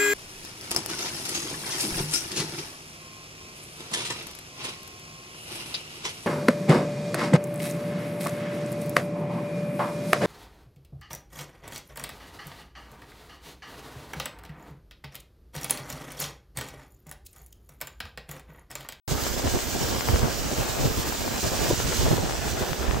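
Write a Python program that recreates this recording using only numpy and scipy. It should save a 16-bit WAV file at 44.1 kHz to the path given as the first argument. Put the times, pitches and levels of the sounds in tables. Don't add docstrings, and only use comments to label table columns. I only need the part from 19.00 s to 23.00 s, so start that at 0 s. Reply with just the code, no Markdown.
import sys
import numpy as np
from scipy import signal
from scipy.fft import rfft, irfft, next_fast_len
from scipy.io import wavfile
from scipy.ndimage import uniform_filter1d, map_coordinates

SR = 44100
rng = np.random.default_rng(int(sys.argv[2]) if len(sys.argv) > 2 else 0)


def dump(signal):
    limited = np.clip(np.atleast_2d(signal).T, -1, 1)
    pcm = np.round(limited * 32767).astype(np.int16)
    wavfile.write(sys.argv[1], SR, pcm)


N = 176400
TIME_S = np.arange(N) / SR

# time_s, relative_db
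SWEEP_LEVEL = [(0.1, -37.5), (0.13, -35), (0.16, -39), (0.29, -34.5), (0.32, -39.5), (0.34, -35),
               (0.44, -38), (0.48, -34), (0.65, -36), (0.7, -35.5), (0.94, -35.5), (1.04, -38.5),
               (1.05, -36), (2.34, -37.5), (2.49, -32), (2.5, -36), (2.59, -33.5), (2.77, -33.5),
               (2.85, -37), (2.88, -33), (2.9, -33.5), (3.04, -32.5), (3.14, -38), (3.44, -39), (3.46, -37),
               (4.0, -42.5)]


def amp(db):
    return 10 ** (np.asarray(db) / 20)


def unit(x):
    return x / np.sqrt(np.mean(x ** 2) + 1e-20)


def along(points, hz):
    freqs, values = np.transpose(points)
    return np.interp(np.log(hz + 1), np.log(freqs + 1), values)


def curve(points):
    return np.interp(TIME_S, *np.transpose(points))


def wobble(rate):
    return map_coordinates(rng.standard_normal(2048), [TIME_S * rate + 2], mode="mirror")


def filtered(x, response):
    size = next_fast_len(N + SR // 2)
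    return irfft(rfft(x, size) * response(np.fft.rfftfreq(size, 1 / SR)), size)[..., :N]


def noise(colour, channels=2):
    return unit(filtered(rng.standard_normal((channels, N)), lambda hz: amp(along(colour, hz))))


def narrow(hz, width_hz):
    return unit(filtered(rng.standard_normal(N), lambda f: 1 / (1 + (2 * (f - hz) / width_hz) ** 2)))


def patchy(depth_db):
    spectra = signal.stft(rng.standard_normal((2, N)), nperseg=1024)[2]
    ripple = uniform_filter1d(rng.standard_normal(spectra.shape[1:]), size=4, axis=0)
    ripple = unit(uniform_filter1d(ripple, size=22, axis=1))
    return unit(signal.istft(spectra * amp(depth_db * ripple), nperseg=1024)[1][:, :N])


def evened(x, eddy_s=0.022):
    power = np.abs(uniform_filter1d(x ** 2, int(eddy_s * SR), axis=-1))
    return unit(x / np.sqrt(power + 0.015 * np.mean(x ** 2)))


def placed(pair, colour, likeness, balance):
    # freq_hz, left_lead_rad
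    lead = [(100, 0), (2000, -.25), (4400, -.7), (6200, -.1), (7500, 1.1), (8300, .3), (9500, -.4),
            (11400, -.4), (12500, -2.2), (15800, -2.1)]
    turn = lambda hz: np.arccos(np.clip(along(likeness, hz), -1, 1)) / 2
    mid, side = filtered(pair, lambda hz: amp(along(colour, hz)) * [np.cos(turn(hz)), np.sin(turn(hz))])
    half = np.array([[.5], [-.5]])
    ports = lambda hz: amp(half * along(balance, hz)) * np.exp(1j * half * along(lead, hz))
    return unit(filtered(np.array([mid + side, mid - side]), ports))


def spikes(times_s, gains, widths_s, corner_hz):
    time_s, gain, width_s = np.array([times_s, gains, widths_s])[:, :, None]
    samples = np.round(time_s * SR).astype(int) + np.arange(-128, 128)
    bells = -gain * np.exp(-.5 * ((samples / SR - time_s) / width_s) ** 2)
    train = np.bincount(np.clip(samples, 0, N).ravel(), bells.ravel(), N + 1)[:N]
    return filtered(train, lambda hz: hz ** 4 / (hz ** 4 + corner_hz ** 4))


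def vortices(per_s, width_s, scatter_db, corner_hz):
    gap, polarity = rng.random((4000, 2)).T
    strength, size = rng.standard_normal((4000, 2)).T
    times_s = np.cumsum(-np.log(gap)) / per_s
    gains = np.sign(polarity - .5) * amp(scatter_db * np.clip(strength, -2, 2))
    widths_s = width_s * np.exp(0.61 * size)
    heard = times_s < N / SR
    return unit(spikes(times_s[heard], gains[heard], widths_s[heard], corner_hz))


def rumble():
    # time_s, level_db
    level = [(.1, -31.5), (1.2, -30.5), (2.3, -35), (3, -27), (3.4, -31), (4, -43)]
    # freq_hz, relative_db
    colour = [(15, -27), (32, -6), (55, 3), (80, 0), (130, -2), (250, -18.5), (500, -30), (1200, -24.5),
              (4000, -63)]
    return amp(curve(level) + 0.55 * wobble(rate=13)) * noise(colour, channels=1)[0]


def flutter():
    # time_s, level_db
    level = [(.1, -45), (.3, -39), (.37, -35), (.5, -42), (.68, -41), (.95, -32.5), (1.05, -35),
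             (1.27, -33), (1.35, -39), (1.6, -33), (1.8, -35.5), (2.2, -37), (2.4, -34), (2.6, -34.5),
             (2.8, -39), (3.2, -37), (3.3, -29.5), (3.42, -39), (3.65, -35), (3.85, -32), (4, -32)]
    patter = vortices(per_s=300, width_s=.0002, scatter_db=3.6, corner_hz=340)
    clumps = amp(2.8 * wobble(rate=38))
    return amp(curve(level)) * unit(patter * clumps)


def pops():
    # time_s, relative_db, width_s, right_share
    strikes = [(0.267, -8.5, 0.00012, 0.04), (0.475, -10, 0.000076, 0), (.547, -7, 0.00034, 0.6),
               (.590, -10.5, 0.000078, 0), (1.0089, -6.5, 0.000064, 0.1), (1.0875, -5, 0.00011, 0),
               (1.160, -7.5, 0.000096, 0), (1.275, -10, .0002, .3), (1.578, -13, 0.000096, 0),
               (1.841, -14, 0.00052, .4), (1.857, 1, 0.0011, 0.3), (2.125, -11.5, 0.00011, 0),
               (2.279, -11, .00014, 0.1), (2.802, -9, 0.00013, 0.2), (3.066, -2, 0.00029, .4),
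               (3.118, -10, 0.00026, 0), (3.13, -2.5, 0.00063, 0.4), (3.184, -13, 0.00025, 0.6),
               (3.324, -12, 0.000067, 0), (3.732, -6, 0.000067, 0.1), (3.830, -11, 0.00014, 0.15),
               (3.911, -7.5, 0.000062, 0)]
    time_s, db, width_s, right = np.transpose(strikes)
    return np.array([spikes(time_s, amp(db) * share, width_s, corner_hz=208)
                     for share in (1 - right, right)])


def gusts():
    # (on both ports, the
    # left 1 dB louder)
    eddies = [(0.135, 0.05, -36, -25, -32.5), (0.375, 0.02, -46, -32, -32), (0.462, 0.055, -32, -27, -29),
              (0.475, 0.015, -36, -32, -28), (0.556, 0.04, -30, -30, -27), (0.76, 0.03, -34, -31, -30),
              (0.833, 0.05, -28, -30, -32), (0.93, 0.06, -40, -36, -34), (1.097, 0.025, -42, -28, -30),
              (1.146, 0.04, -31, -22, -28), (1.2, 0.22, -40, -31, -34), (1.24, 0.05, -33, -22, -29.5),
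              (1.41, 0.04, -32, -35, -41), (1.459, 0.025, -30, -32, -34), (1.525, 0.025, -33, -30, -29),
              (1.597, 0.035, -29, -28, -31), (1.82, 0.055, -25, -28, -29), (1.862, 0.05, -28, -28, -28),
              (1.91, 0.03, -30, -28, -34), (1.987, 0.03, -25, -26, -33), (2.086, 0.03, -32, -31, -42),
              (2.21, 0.02, -34, -35, -36), (2.268, 0.045, -37, -34, -32), (2.46, 0.05, -30, -31, -30.5),
              (2.53, 0.025, -38, -29, -30.5), (2.635, 0.06, -31, -29, -29.5), (2.69, 0.02, -26, -28, -36),
              (2.729, 0.02, -24, -25, -27), (2.87, 0.06, -27, -32, -35), (3.02, 0.05, -32, -28, -32),
              (3.072, 0.035, -28, -26, -27), (3.125, 0.04, -32, -24, -25), (3.12, 0.24, -42, -27.5, -33.5),
              (3.187, 0.015, -31, -26, -28), (3.24, 0.035, -30, -25, -33), (3.459, 0.025, -34, -29, -33),
              (3.54, 0.03, -35, -32, -34), (3.624, 0.025, -42, -26, -36), (3.72, 0.04, -44, -26, -38),
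              (3.9, 0.04, -42, -26, -38), (3.96, 0.06, -40, -24, -40)]
    # freq_hz, relative_db
    thump_colour = [(15, -23), (35, -1.5), (58, 0.5), (85, -1.5), (125, 1.5), (200, -10), (400, -23),
                    (1500, -65)]
    # freq_hz, relative_db
    blast_colour = [(60, -19), (200, -5.5), (380, -1.5), (650, -6), (1100, -20.5), (2200, -36), (5000, -47),
                    (12000, -65)]
    swell = lambda centre_s, length_s: 1 / (1 + ((TIME_S - centre_s) / (0.45 * length_s)) ** 8)
    power = sum(amp(dbs)[:, None] ** 2 * swell(centre_s, length_s) for centre_s, length_s, *dbs in eddies)
    left, right, blast = np.sqrt(power)
    thumps = np.array([left, right]) * evened(noise(thump_colour))
    puffs = np.array([vortices(per_s=420, width_s=0.00038, scatter_db=3.5, corner_hz=193)
                      for port in range(2)])
    rough_air = noise(blast_colour) * amp([3.2 * wobble(rate=200) for port in range(2)])
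    crackle = evened(rough_air + amp(1) * puffs)
    return thumps + amp([[1], [0]]) * blast * crackle


def buffets(half_width_cycles=.8):
    # centre_s, pitch_hz, left_envelope_db, right_envelope_db
    thuds = [(.124, 120, -22, -14), (.468, 75, -21, -19), (.549, 115, -19, -18), (1.104, 105, -30, -11),
             (1.143, 65, -14, -12.5), (1.233, 62, -18, -13.5), (1.856, 120, -17, -16),
             (3.005, 72, -21, -14.5), (3.051, 78, -15, -22), (3.113, 122, -16, -13), (3.134, 140, -20, -15),
             (3.893, 58, -32, -15)]
    ports = np.zeros((2, N))
    for centre_s, hz, left_db, right_db in thuds:
        cycles = (TIME_S - centre_s) * hz
        envelope = amp([[left_db], [right_db]]) * np.exp(-(cycles / half_width_cycles) ** 2)
        ports += envelope * np.cos(2 * np.pi * (cycles + rng.random((2, 1))))
    return ports


def knock(start_s=2.7015, rise_s=.004):
    # pitch_hz, level_db, t60_s
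    modes = [(355, -7, .05), (455, -9, .045), (560, -9, .04), (680, -13, .03), (980, -18, .04)]
    age_s = np.maximum(TIME_S - start_s, 0)
    ring = np.zeros((2, N))
    for hz, db, t60_s in modes:
        phase = .5 * rng.standard_normal((2, 1))
        ring += amp(db - 60 * age_s / t60_s) * np.sin(2 * np.pi * hz * age_s + phase)
    return (1 - np.exp(-(age_s / rise_s) ** 2)) * ring


def dips():
    # centre_s, half_width_s, depth_db
    sags = [(0.207, .04, 0.5), (0.613, 0.0095, 7), (2.162, 0.022, 4.5), (2.413, 0.01, 12),
            (2.761, 0.0075, 5), (3.406, 0.0051, 9)]
    return amp(-sum(db * np.exp(-((TIME_S - centre_s) / width_s) ** 2) for centre_s, width_s, db in sags))


def engine():
    # time_s, right_level_db
    drone_level = [(.1, -41), (2.5, -41), (3.4, -37), (4, -34)]
    # time_s, right_level_db
    hum_level = [(.1, -45), (3.3, -43), (3.7, -54)]
    drone = amp(curve(drone_level)) * narrow(hz=67, width_hz=48)
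    hum = amp(curve(hum_level)) * narrow(hz=238, width_hz=18)
    return amp([[-20], [0]]) * (drone + hum)


def fan():
    # time_s, level_db
    level = [(.1, -34.5), (1.2, -33.5), (2.2, -34.5), (2.7, -30), (3.3, -34), (4, -33)]
    # freq_hz, relative_db
    colour = [(40, -19), (110, -9.5), (240, 0), (360, 1.5), (520, 0), (760, -3), (960, -5), (1150, -7.5),
              (1580, -7), (1800, -8.5), (2900, -13), (5000, -23), (12000, -41)]
    # freq_hz, correlation
    likeness = [(200, 0.2), (700, 0.38), (2500, 0.52)]
    # freq_hz, left_minus_right_db
    balance = [(100, -8.5), (230, -10.5), (350, 1.5), (600, 1), (1200, -0.5), (2500, -2)]
    # pitch_hz, width_hz, level_db
    tones = [(362, 22, -49), (1606, 18, -55), (2907, 85, -56), (5195, 90, -56), (7516, 40, -56.5)]
    # left_db, right_db
    flicker_depths = [2.5, .9]
    roar = placed(patchy(depth_db=2.1), colour, likeness, balance)
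    whines = sum(amp(db) * narrow(hz, width_hz) for hz, width_hz, db in tones)
    flicker_db = np.array([depth * wobble(rate=40) for depth in flicker_depths])
    roar_db = curve(level) + 1.14 * wobble(rate=14) + flicker_db
    sweep_db = curve(SWEEP_LEVEL)
    return amp(roar_db) * roar + amp(0.86 * (sweep_db - sweep_db.mean())) * whines


def scrape(bristles_per_s=2500, scatter_db=6):
    ticks = (rng.random((2, N)) < bristles_per_s / SR) * rng.choice([-1, 1], (2, N))
    strengths = amp(scatter_db * rng.standard_normal((2, N)))
    return patchy(depth_db=2.2) + amp(-5.5) * unit(ticks * strengths)


def brushes():
    # freq_hz, relative_db
    hiss_colour = [(200, -43), (900, -11), (2300, -3.5), (3400, 1), (4500, 1.5), (5200, 2), (5650, 1.5),
                   (6300, 2.5), (7500, 2), (8100, 0), (8800, -6), (11000, -14), (13000, -36),
                   (15800, -18.5)]
    # freq_hz, left_minus_right_db
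    hiss_balance = [(2000, 1), (4200, -2.5), (6400, -6), (7800, 0), (9800, 1), (11700, -3), (13000, 2),
                    (15500, -16)]
    # freq_hz, correlation
    likeness = [(2000, .55), (4500, .62), (8000, .55), (10500, .3), (15000, .35)]
    # time_s, relative_db
    sizzle_level = [(0.1, -42), (0.12, -39.5), (0.34, -38.5), (0.44, -45.5), (0.5, -39.5), (1.73, -40),
                    (2.11, -37.5), (2.15, -41.5), (2.67, -37), (2.81, -39.5), (2.99, -36.5), (3.34, -44.5),
                    (3.48, -41), (4.0, -48)]
    # freq_hz, relative_db
    sizzle_colour = [(7000, -40), (10000, -10), (11500, -6), (12600, -2.2), (14400, -.8), (15800, 0)]
    # freq_hz, left_minus_right_db
    sizzle_balance = [(11700, 0), (13000, -2.5), (15500, -4)]
    hiss = amp(curve(SWEEP_LEVEL) + 2.3) * placed(scrape(), hiss_colour, likeness, hiss_balance)
    sizzle = amp(curve(sizzle_level) + 4.5) * placed(scrape(), sizzle_colour, likeness, sizzle_balance)
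    swell = amp(1.05 * wobble(rate=36))
    return swell * (hiss + amp(0.8 * wobble(rate=20)) * sizzle)


def scene():
    mix = brushes() + engine() + gusts() + buffets() + knock() + pops()
    return mix + dips() * (fan() + np.array([flutter(), rumble()]))


def record(dry):
    start_s, top_hz = .078, 15770
    return filtered(dry * (TIME_S > start_s), lambda hz: hz < top_hz)


dry = scene()
out = record(dry)
dump(out)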